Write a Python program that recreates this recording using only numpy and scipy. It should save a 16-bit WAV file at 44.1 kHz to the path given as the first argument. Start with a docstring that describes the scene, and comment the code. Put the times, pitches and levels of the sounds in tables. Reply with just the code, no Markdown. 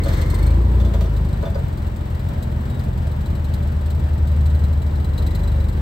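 """An open yard, a propane forklift close by, a little to the left of a two-port microphone, a stone slab hanging from it.
It revs once, idles, then picks up a little: sines on the shaft orders, with noise pulsed by the firings.
Its belt chirps once a turn (short rasp and squeal); the hydraulics, strongest at first, hiss and whistle.
Mast and chain clank as the load shifts: struck modes, a dull thud and rattling noise. Brief tones come later.
A second deep hum, probably the waiting truck, swells and beats against the engine."""
import sys
import numpy as np
from scipy.fft import rfft, irfft, next_fast_len
from scipy.io import wavfile
from scipy.ndimage import uniform_filter1d, map_coordinates

SR = 44100
rng = np.random.default_rng(int(sys.argv[2]) if len(sys.argv) > 2 else 0)


def inscribe(sig):
    """Save sig as 16-bit PCM at rate SR to the path in sys.argv[1].

    A 1-D sig is mono; a 2-D sig holds one channel per row.
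    Samples are clipped to [-1, 1] before scaling.
    """
    pcm = np.round(np.clip(np.atleast_2d(sig).T, -1, 1) * 32767)
    wavfile.write(sys.argv[1], SR, pcm.astype(np.int16))


N = 256220


def amp(db):
    """Decibels to gain."""
    return 10 ** (np.asarray(db) / 20)


def along(points, hz):
    """Read (Hz, value) points on a log frequency axis."""
    f, v = np.transpose(points)
    return np.interp(np.log(hz + 1), np.log(f + 1), v)


def curves(rows):
    """One value per sample for each column after the time."""
    s, *cols = np.transpose(rows)
    return [np.interp(np.arange(N) / SR, s, c) for c in cols]


def wobble(rate):
    """A smooth random curve, rate knots a second."""
    knots = rng.standard_normal(int(N * rate / SR) + 4)
    return map_coordinates(knots, [np.arange(N) * rate / SR])


def filtered(x, response):
    """Multiply the spectrum of x by a response of frequency."""
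    m = next_fast_len(N + 8192)
    return irfft(rfft(x, m) * response(np.fft.rfftfreq(m, 1 / SR)), m)[..., :N]


# Left-right likeness of noise at the two ports, used down to -0.6: [freq_hz, likeness]
PORT_LIKENESS = [(60, 0.91), (300, 0.91), (550, 0.06), (800, -0.65), (1200, 0.42), (1700, -0.22),
                 (2600, 0.33), (3300, -.05), (4200, .65), (5000, 0.62), (6000, .1), (7300, .7), (8300, 0.5),
                 (13000, 0.11)]
# Share of the left-right difference that is the middle turned a quarter cycle: [freq_hz, share]
PHASE_SHARE = [(3000, .2), (6500, .3), (8000, .9)]


def rush(spectrum, ripple_db=2.5, ripple_hz=22):
    """Coloured stereo noise, its middle at rms 1; echoes off slabs and panels ripple the midrange."""
    def ports(hz):
        depth_db = ripple_db * hz / (hz + 200) / (1 + (hz / 4500) ** 2)
        knots = rng.standard_normal(int(hz[-1] / ripple_hz) + 4)
        ripple = amp(depth_db * map_coordinates(knots, [hz / ripple_hz]))
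        spread = np.arccos(np.clip(along(PORT_LIKENESS, hz), -.6, 1)) / 2
        return amp(along(spectrum, hz)) * ripple * [np.ones_like(hz), np.tan(spread)]

    def share(hz):
        return np.clip(along(PHASE_SHARE, hz), 0, 1)

    middle, other = rng.standard_normal((2, N))
    turned = filtered(middle, lambda hz: -1j * share(hz))
    independent = filtered(other, lambda hz: np.sqrt(1 - share(hz) ** 2))
    mid, side = filtered(np.array([middle, turned + independent]), ports)
    return np.array([mid + side, mid - side]) / np.std(mid)


def tone(pitch, waver_hz, rate):
    """A sine of rms 1 whose pitch wavers at random, rate knots a second; faster and wider is rougher."""
    return np.sqrt(2) * np.sin(2 * np.pi * np.cumsum(pitch + waver_hz * wobble(rate)) / SR)


def add(track, s, sound):
    """Mix a sound into a track from time s on."""
    start = int(np.clip(round(s * SR), 0, N - 1))
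    track[..., start:start + sound.shape[-1]] += sound[..., :N - start]


# Pulls of the lift lever; the hiss starts at its level and sags, the boost is for ordinary belt chirps:
# [start_s, end_s, pump_load (0-1), hiss_db, chirp_boost_db]
LEVER_PULLS = [(0, 0.481, 0.98, -38, 6.5), (5.174, 5.418, 0.2, -52, 4.5)]


def lifts(attack, release):
    """One row for each pull of the lever: it rises towards 1, holds and falls back (times in s)."""
    t = np.arange(N) / SR
    rows = []
    for start, end, *_ in LEVER_PULLS:
        rise = np.clip((t - start) / attack, 0, 1)
        fall = np.clip(1 - (t - end) / release, 0, 1)
        rows.append(rise * fall)
    return np.array(rows)


def throttle_opening(revs, pump, per_rev=0.086, per_gain=0.0078, for_pump=0.65, lag_s=0.058):
    """The throttle opens to hold revs above idle, to gain speed and to drive the pump."""
    gaining = uniform_filter1d(np.gradient(revs) * SR, int(lag_s * SR))
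    return np.maximum(per_rev * revs + per_gain * gaining + for_pump * pump, 0)


# What exhaust and body pass of the higher shaft orders, before effort and order trims: [freq_hz, level_db]
EXHAUST_PASS = [(62, -28.5), (88, -27), (108, -35.5), (121, -34.5), (131, -29), (153, -47.5), (167, -38.5),
                (180, -52.5), (196, -38), (210, -41.5), (245, -53), (305, -51.5), (420, -58.5),
                (520, -63.5)]
# Trims of the shaft orders the unequal cylinders favour, third order up, last one repeated: [level_db]
ORDER_TRIM = [-1, 0, -1.5, -0.5, 0.5, -9, -0.5, -1.5, -3, 1, -0.5]


def engine(speed, turns, revs, throttle, idle_db=-31, rev_db=-35.0, throttle_db=-26,
           effort_share=0.4241, count=21):
    """Four cylinders fire twice a turn; higher shaft orders slide through the exhaust's resonances."""
    # revs and throttle both make the firing harder
    firing_db = 20 * np.log10(amp(idle_db) + amp(rev_db) * revs + amp(throttle_db) * throttle)
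    note = amp(firing_db + 1.1 * wobble(13)) * np.sin(4 * np.pi * turns)
    effort_db = effort_share * (firing_db - idle_db)
    for k, order in enumerate(range(3, count)):
        uneven_db = order / 7 * wobble(5)
        trim_db = ORDER_TRIM[min(k, len(ORDER_TRIM) - 1)]
        level_db = along(EXHAUST_PASS, order * speed) + effort_db + uneven_db + trim_db
        note += amp(level_db) * np.sin(2 * np.pi * (order * turns + rng.random()))
    return np.sqrt(2) * note


# Spectrum of the exhaust's puffing, relative: [freq_hz, level_db_per_hz]
RUMBLE_SPECTRUM = [(15, -31), (33, -21), (48, 5), (65, 4), (110, 1.5), (200, -2), (260, -13.5), (400, -18),
                   (700, -34.5), (1500, -60)]
# Spectrum of the block and fan, relative: [freq_hz, level_db_per_hz]
BLOCK_SPECTRUM = [(100, -13), (350, 3.5), (550, 7.5), (750, 3), (950, 1.5), (1300, 0.34), (2000, -6),
                  (2800, -11), (4000, -13), (5200, -19.5), (6500, -25), (8200, -18), (12000, -29),
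                  (15500, -25)]


def engine_noise(turns, throttle, rumble_db=-28.5, block_db=-41.0, block_rise_db=1.5,
                 puff=0.4, clatter=0.049):
    """The exhaust puffs at each firing, over the evener rush of block and fan, which grows with throttle."""
    firing = np.cos(4 * np.pi * turns)
    rumble = amp(rumble_db + 1.7 * wobble(22)) * (1 + puff * firing) * rush(RUMBLE_SPECTRUM)
    block_level = amp(block_db + block_rise_db * throttle + 0.77 * wobble(14))
    block = block_level * (1 + clatter * firing) * rush(BLOCK_SPECTRUM)
    return rumble + block * amp([[.8], [-.8]])  # dB left, right


# Spectrum of the intake's roar, relative: [freq_hz, level_db_per_hz]
INTAKE_SPECTRUM = [(200, -22.5), (310, 7.5), (400, 3.5), (520, -2.5), (720, -17.5), (990, -6), (1400, -26),
                   (6000, -50.5)]


def intake(turns, throttle, shut_db=-47, open_db=-37, gulp=0.49):
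    """The open throttle roars, one gulp to each cylinder."""
    opening = amp(shut_db) + amp(open_db) * throttle
    return opening * (1 + gulp * np.sin(4 * np.pi * turns)) * rush(INTAKE_SPECTRUM)


# Course of the second hum: [start_s, pitch_hz, level_db]
HUM_COURSE = [(0, 80.3, -22), (1.2, 79.2, -27), (1.8, 79, -31.5), (3.0, 76.7, -25.5), (3.6, 75.8, -22),
              (4.5, 75.1, -15.5), (5.1, 74.9, -21), (5.81, 74.7, -21.5)]
# Its tones, relative to that course: [multiple of the pitch, level_db]
HUM_OVERTONES = [(1, 1), (2, -18.5), (3, -26), (4, -40)]


def hum():
    """A deep tone with weak overtones, its pitch gliding slowly as its level swells."""
    pitch_hz, level_db = curves(HUM_COURSE)
    cycles = np.cumsum(pitch_hz) / SR
    tones = np.zeros(N)
    for multiple, db in HUM_OVERTONES:
        tones += amp(db) * np.sin(2 * np.pi * (multiple * cycles + rng.random()))
    return np.sqrt(2) * amp(level_db) * tones


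# Spectrum of the oil's hiss, relative: [freq_hz, level_db_per_hz]
OIL_SPECTRUM = [(300, -9), (550, 11), (800, -10), (1200, 4), (1400, -0.5), (1680, 2), (1900, 1),
                (2500, -15), (3800, -4.5), (5500, -13.5), (8300, -15), (15000, -23.5)]
# The hydraulic valve's whistle, before its roughness: [start_s, pitch_hz, level_db]
VALVE_WHISTLE = [(0, 2070, -44), (.16, 2135, -46), (.27, 2085, -44), (.39, 2050, -46), (.44, 2244, -47),
                 (.51, 2290, -51), (.57, 2205, -76.5), (5.15, 1982, -74.5), (5.3, 2000, -47),
                 (5.55, 1995, -60)]


def hydraulics(turns, sag_db_per_s=17, rough_db=3, pulse=0.29):
    """Oil hisses through the valve at each lift and eases off; its rough whistle pulses with each turn."""
    start, _, _, hiss_db, _ = np.transpose(LEVER_PULLS)[:, :, None]
    flow = lifts(attack=0.085, release=0.2)
    since = np.maximum(np.arange(N) / SR - start, 0)
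    hiss_level = (flow * amp(hiss_db - sag_db_per_s * since)).sum(0)
    hiss = hiss_level * amp(2.1 * wobble(30)) * rush(OIL_SPECTRUM)
    pitch_hz, whistle_db = curves(VALVE_WHISTLE)
    strength = amp(whistle_db + rough_db * wobble(70)) * (1 + pulse * np.cos(2 * np.pi * turns))
    # the whistle wavers independently at each port
    whistle = strength * np.array([tone(pitch_hz, 90, rate=350) for port in range(2)])
    return (hiss + whistle) * amp([[.9], [-.9]])  # dB left, right


# The loudest belt chirps, before the common rasp_db: [start_s, level_db, squeal_over_rasp_db]
LOUD_CHIRPS = [(0.3, -29.5, -2.5), (0.343, -28, -6), (0.464, -31, -2.5), (1.165, -35.5, -2),
               (1.328, -39, 1), (2.425, -30.5, -6), (2.7934, -35, -7), (3.258, -36, -1), (3.352, -37, -3),
               (3.443, -35, -3), (3.537, -30, -5), (3.858, -37, -10), (3.902, -33, -4), (4.272, -35, -5),
               (4.4573, -32.5, -7), (4.547, -38.5, 0.5), (4.638, -35, -1), (5.044, -36.5, 2),
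               (5.178, -30.5, 5.5), (5.265, -30, -0.5), (5.349, -29, -0.5), (5.434, -35.5, 0.5),
               (5.475, -35, 4), (5.602, -38.5, 3), (5.685, -35, -3)]
# Squeal over rasp in the other chirps: [start_s, level_db]
SQUEAL_OVER_RASP = [(0, 0.5), (1.5, -8), (4.3, -6), (5.2, 2), (5.8, -2)]
# Spectrum of the slip's rasp, relative: [freq_hz, level_db_per_hz]
RASP_SPECTRUM = [(1500, -25), (3200, 1), (4850, 3), (5500, -7), (6800, -4.5), (7700, 3), (8700, 1),
                 (9200, 1.5), (12300, -4.5), (13000, -6.5), (14400, -2), (16000, -15.5)]
# Centre pitch of the squeal with the pump at rest, and its rise at full load
SQUEAL_HZ, SQUEAL_RISE_HZ = 3997, 252.7


def belt_slips(turns, revs, pump, ordinary_db=-40, grip_db=0.5, alternate_db=0.6, scatter_db=2.3,
               early_s=0.0041):
    """The belt slips once a turn, sooner and harder with the pump, less with revs, every other one stronger."""
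    strain_db = np.transpose(LEVER_PULLS)[-1] @ lifts(attack=.015, release=0.02)
    slip_db = ordinary_db + strain_db - grip_db * revs * (strain_db <= 0)  # revs count only unstrained
    squeal_db, = curves(SQUEAL_OVER_RASP)
    slips = list(LOUD_CHIRPS)
    # the worn spot comes round late in each turn
    passes = np.interp(np.arange(int(turns[-1])) + 5 / 6, turns, np.arange(N) / SR)
    for turn, (s, chance) in enumerate(zip(passes, rng.standard_normal(len(passes)))):
        # a loud chirp within 20 ms takes this one's place
        if min(abs(s - row[0]) for row in LOUD_CHIRPS) > 1 / 50:
            now = int(s * SR)
            level_db = slip_db[now] + alternate_db * (-1) ** turn + scatter_db * chance
            slips.append((s - early_s * pump[now], level_db, squeal_db[now]))
    return slips


def belt(turns, revs, pump, octave_db=-16, octave_rise_db=13, rasp_db=-12.0, attack=0.00038, life=0.018,
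         octave_waver_hz=200):
    """Each slip on the pulley is a short noise rasp with a narrow squeal and its octave in it."""
    t = np.arange(SR // 12) / SR
    chirp = (1 - np.exp(-t / attack)) * np.exp(-(t / life) ** 2)
    slip, sing = np.zeros((2, N))
    for s, db, sing_db in belt_slips(turns, revs, pump):
        add(slip, s, amp(db) * chirp)
        add(sing, s, amp(db + sing_db) * chirp)
    pitch = SQUEAL_HZ + SQUEAL_RISE_HZ * pump + 40 * wobble(13)  # no two slips sing quite alike
    squeal = tone(pitch, 105, rate=730) * amp([[1.4], [-1.4]])  # dB left, right
    octave = amp(octave_db + octave_rise_db * pump) * tone(2 * pitch, octave_waver_hz, rate=550)
    return amp(rasp_db) * (sing * squeal + slip * (octave + rush(RASP_SPECTRUM)))


def ring(modes, contact_hz, focus_db, t, reach_hz=100, scatter_db=0.5):
    """Struck modes die away; the contact favours those near it, and the two ports get them out of step."""
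    hz, db, t60 = np.transpose(modes)[:, :, None]
    db = db - focus_db * np.minimum(abs(hz - contact_hz) / reach_hz, 1)
    db = db + scatter_db * rng.standard_normal(hz.shape)
    phase = rng.uniform(-0.94, 1, (2, len(modes), 1))
    return (amp(db - 60 * t / t60) * np.sin(2 * np.pi * hz * t + phase)).sum(1)


# Knocks of the mast in its channels, before the common trims; contact_hz is what the contact excites most:
# [start_s, level_db, link_rattle_db, contact_hz]
MAST_KNOCKS = [(0.059, -18, -41, 560), (0.087, -37, -39.5, 556), (0.135, -29.5, -38.5, 1230),
               (0.214, -26, -38, 1500), (0.8, -27, -42.5, 593), (0.849, -27.5, -43, 580),
               (0.938, -20.5, -39.5, 640), (1.008, -22.5, -38, 686), (1.04, -27.5, -49, 664),
               (1.426, -17, -45.5, 640), (1.459, -20, -50, 660), (1.554, -18.5, -48.5, 570),
               (1.579, -23, -57, 615)]
# Clinks of the chain, on top of the mode levels: [start_s, level_db, contact_hz]
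CHAIN_CLINKS = [(0.061, -40, 3470), (0.8, -42.5, 3500), (0.849, -45, 3500), (0.938, -49, 3460),
                (1.01, -46, 5840), (1.058, -44, 5840), (1.455, -39.5, 3500), (1.546, -40.5, 4840)]
# Steel modes of the mast, relative: [freq_hz, level_db, t60_s]
MAST_MODES = [(440, -2.5, 0.13), (563, 7.5, 0.068), (659, -3.5, 0.21), (972, -4.5, .08), (1222, -9, 0.12),
              (1490, -9, 0.08)]
# Steel modes of the chain, relative: [freq_hz, level_db, t60_s]
CHAIN_MODES = [(3510, 2, 0.14), (4300, -3.5, 0.12), (4840, -2, 0.087), (5820, -3, .08)]
# Spectrum of the mast's dull knock, relative: [freq_hz, level_db_per_hz]
THUD_SPECTRUM = [(200, -15), (500, 8), (900, -7), (2000, -13), (5000, -48)]
# Spectrum of the rattling chain links, relative: [freq_hz, level_db_per_hz]
RATTLE_SPECTRUM = [(2000, -7), (3500, 1), (4500, -2), (5300, -11), (6200, -7.5), (7500, -7.5), (15000, -16)]


def clanks(mast_db=-3.5, mast_focus_db=4, chain_focus_db=9, rattle_db=-1, rattle_t60=0.13,
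           attack=0.0056, thud_db=-13, thud_t60=0.14):
    """The swaying load knocks the mast in its channels and clinks the chain: ringing modes and noise."""
    t = np.arange(SR // 3) / SR
    steel, thud, rattle = np.zeros((2, N)), np.zeros(N), np.zeros(N)
    onset = 1 - np.exp(-t / attack)
    for s, db, links_db, contact_hz in MAST_KNOCKS:
        add(steel, s, amp(db + mast_db) * onset * ring(MAST_MODES, contact_hz, mast_focus_db, t))
        add(thud, s, onset * amp(db + thud_db - 60 * t / thud_t60))
        add(rattle, s, amp(links_db + rattle_db - 60 * t / rattle_t60))
    for s, db, contact_hz in CHAIN_CLINKS:
        add(steel, s, amp(db) * ring(CHAIN_MODES, contact_hz, chain_focus_db, t))
    return steel + thud * rush(THUD_SPECTRUM) + rattle * rush(RATTLE_SPECTRUM)


# A low drone, the second hum's third harmonic standing out for a second; a dry chain wheel squeaking;
# a short groan: [start_s, end_s, pitch_hz, waver_hz, level_db]
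DRONE_SQUEAK_GROAN = [(2.097, 3.15, 234.2, 0.9, -36.5), (2.66, 2.828, 3850, 50, -56),
                      (5.5, 5.7, 540, 18, -43)]


def brief_tones():
    """A drone, a squeak and a groan: wavering sines that each swell, hold and fade."""
    sound = np.zeros(N)
    for start, end, hz, waver_hz, db in DRONE_SQUEAK_GROAN:
        swell = np.interp(np.arange(N) / SR, np.linspace(start, end, 4), [0, 1, 1, 0])
        sound += swell * amp(db) * tone(hz, waver_hz, rate=78)
    return sound


# Crankshaft speed: [start_s, turns_per_s]
CRANK_SPEED = [(0, 20.93), (.13, 22.7), (.36, 23.34), (.65, 30.32), (.83, 30.14), (1.07, 26.99),
               (1.52, 22.32), (1.8, 21.27), (2.62, 21.92), (3.35, 21.3), (3.69, 21.85), (4.2, 21.66),
               (5.07, 22.22), (5.51, 24.45), (5.81, 22.94)]
IDLE_SPEED = 21.86  # turns a second


def scene():
    """The forklift's sounds follow its crankshaft, pump and load; engine and hum lean a little left."""
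    speed, = curves(CRANK_SPEED)
    turns = np.cumsum(speed) / SR
    revs = np.maximum(speed - IDLE_SPEED, 0)
    pump = np.transpose(LEVER_PULLS)[2] @ lifts(attack=0.0138, release=0.14)
    throttle = throttle_opening(revs, pump)
    machines = engine(speed, turns, revs, throttle) + engine_noise(turns, throttle)
    machines = machines + intake(turns, throttle) + hum()
    machines = machines * amp([[.45], [-.45]])  # dB left, right
    return machines + hydraulics(turns) + belt(turns, revs, pump) + clanks() + brief_tones()


# Response of the ports' sum, which cancels where they are in opposite phase: [freq_hz, level_db]
SUM_RESPONSE = [(8700, -0.5), (9300, -19), (9900, -27), (10500, -32), (11100, -10), (11800, 2.5)]
# Response of the ports' difference, which cancels where they are in phase: [freq_hz, level_db]
DIFFERENCE_RESPONSE = [(8000, 0.5), (9000, 3.5), (11500, 0.5), (12400, 0), (13200, -22), (14200, -6.5),
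                       (15500, 6.5)]
TOP_HZ = 15850  # band limit


def record(dry):
    """The microphone's two ports colour sum and difference, each in its own way; then the band limit."""
    def colour(hz):
        return amp([along(SUM_RESPONSE, hz), along(DIFFERENCE_RESPONSE, hz)]) * (hz < TOP_HZ)

    left, right = dry
    mid, side = filtered(np.array([left + right, left - right]) / 2, colour)
    return np.array([mid + side, mid - side])


dry = scene()
out = record(dry)
inscribe(out)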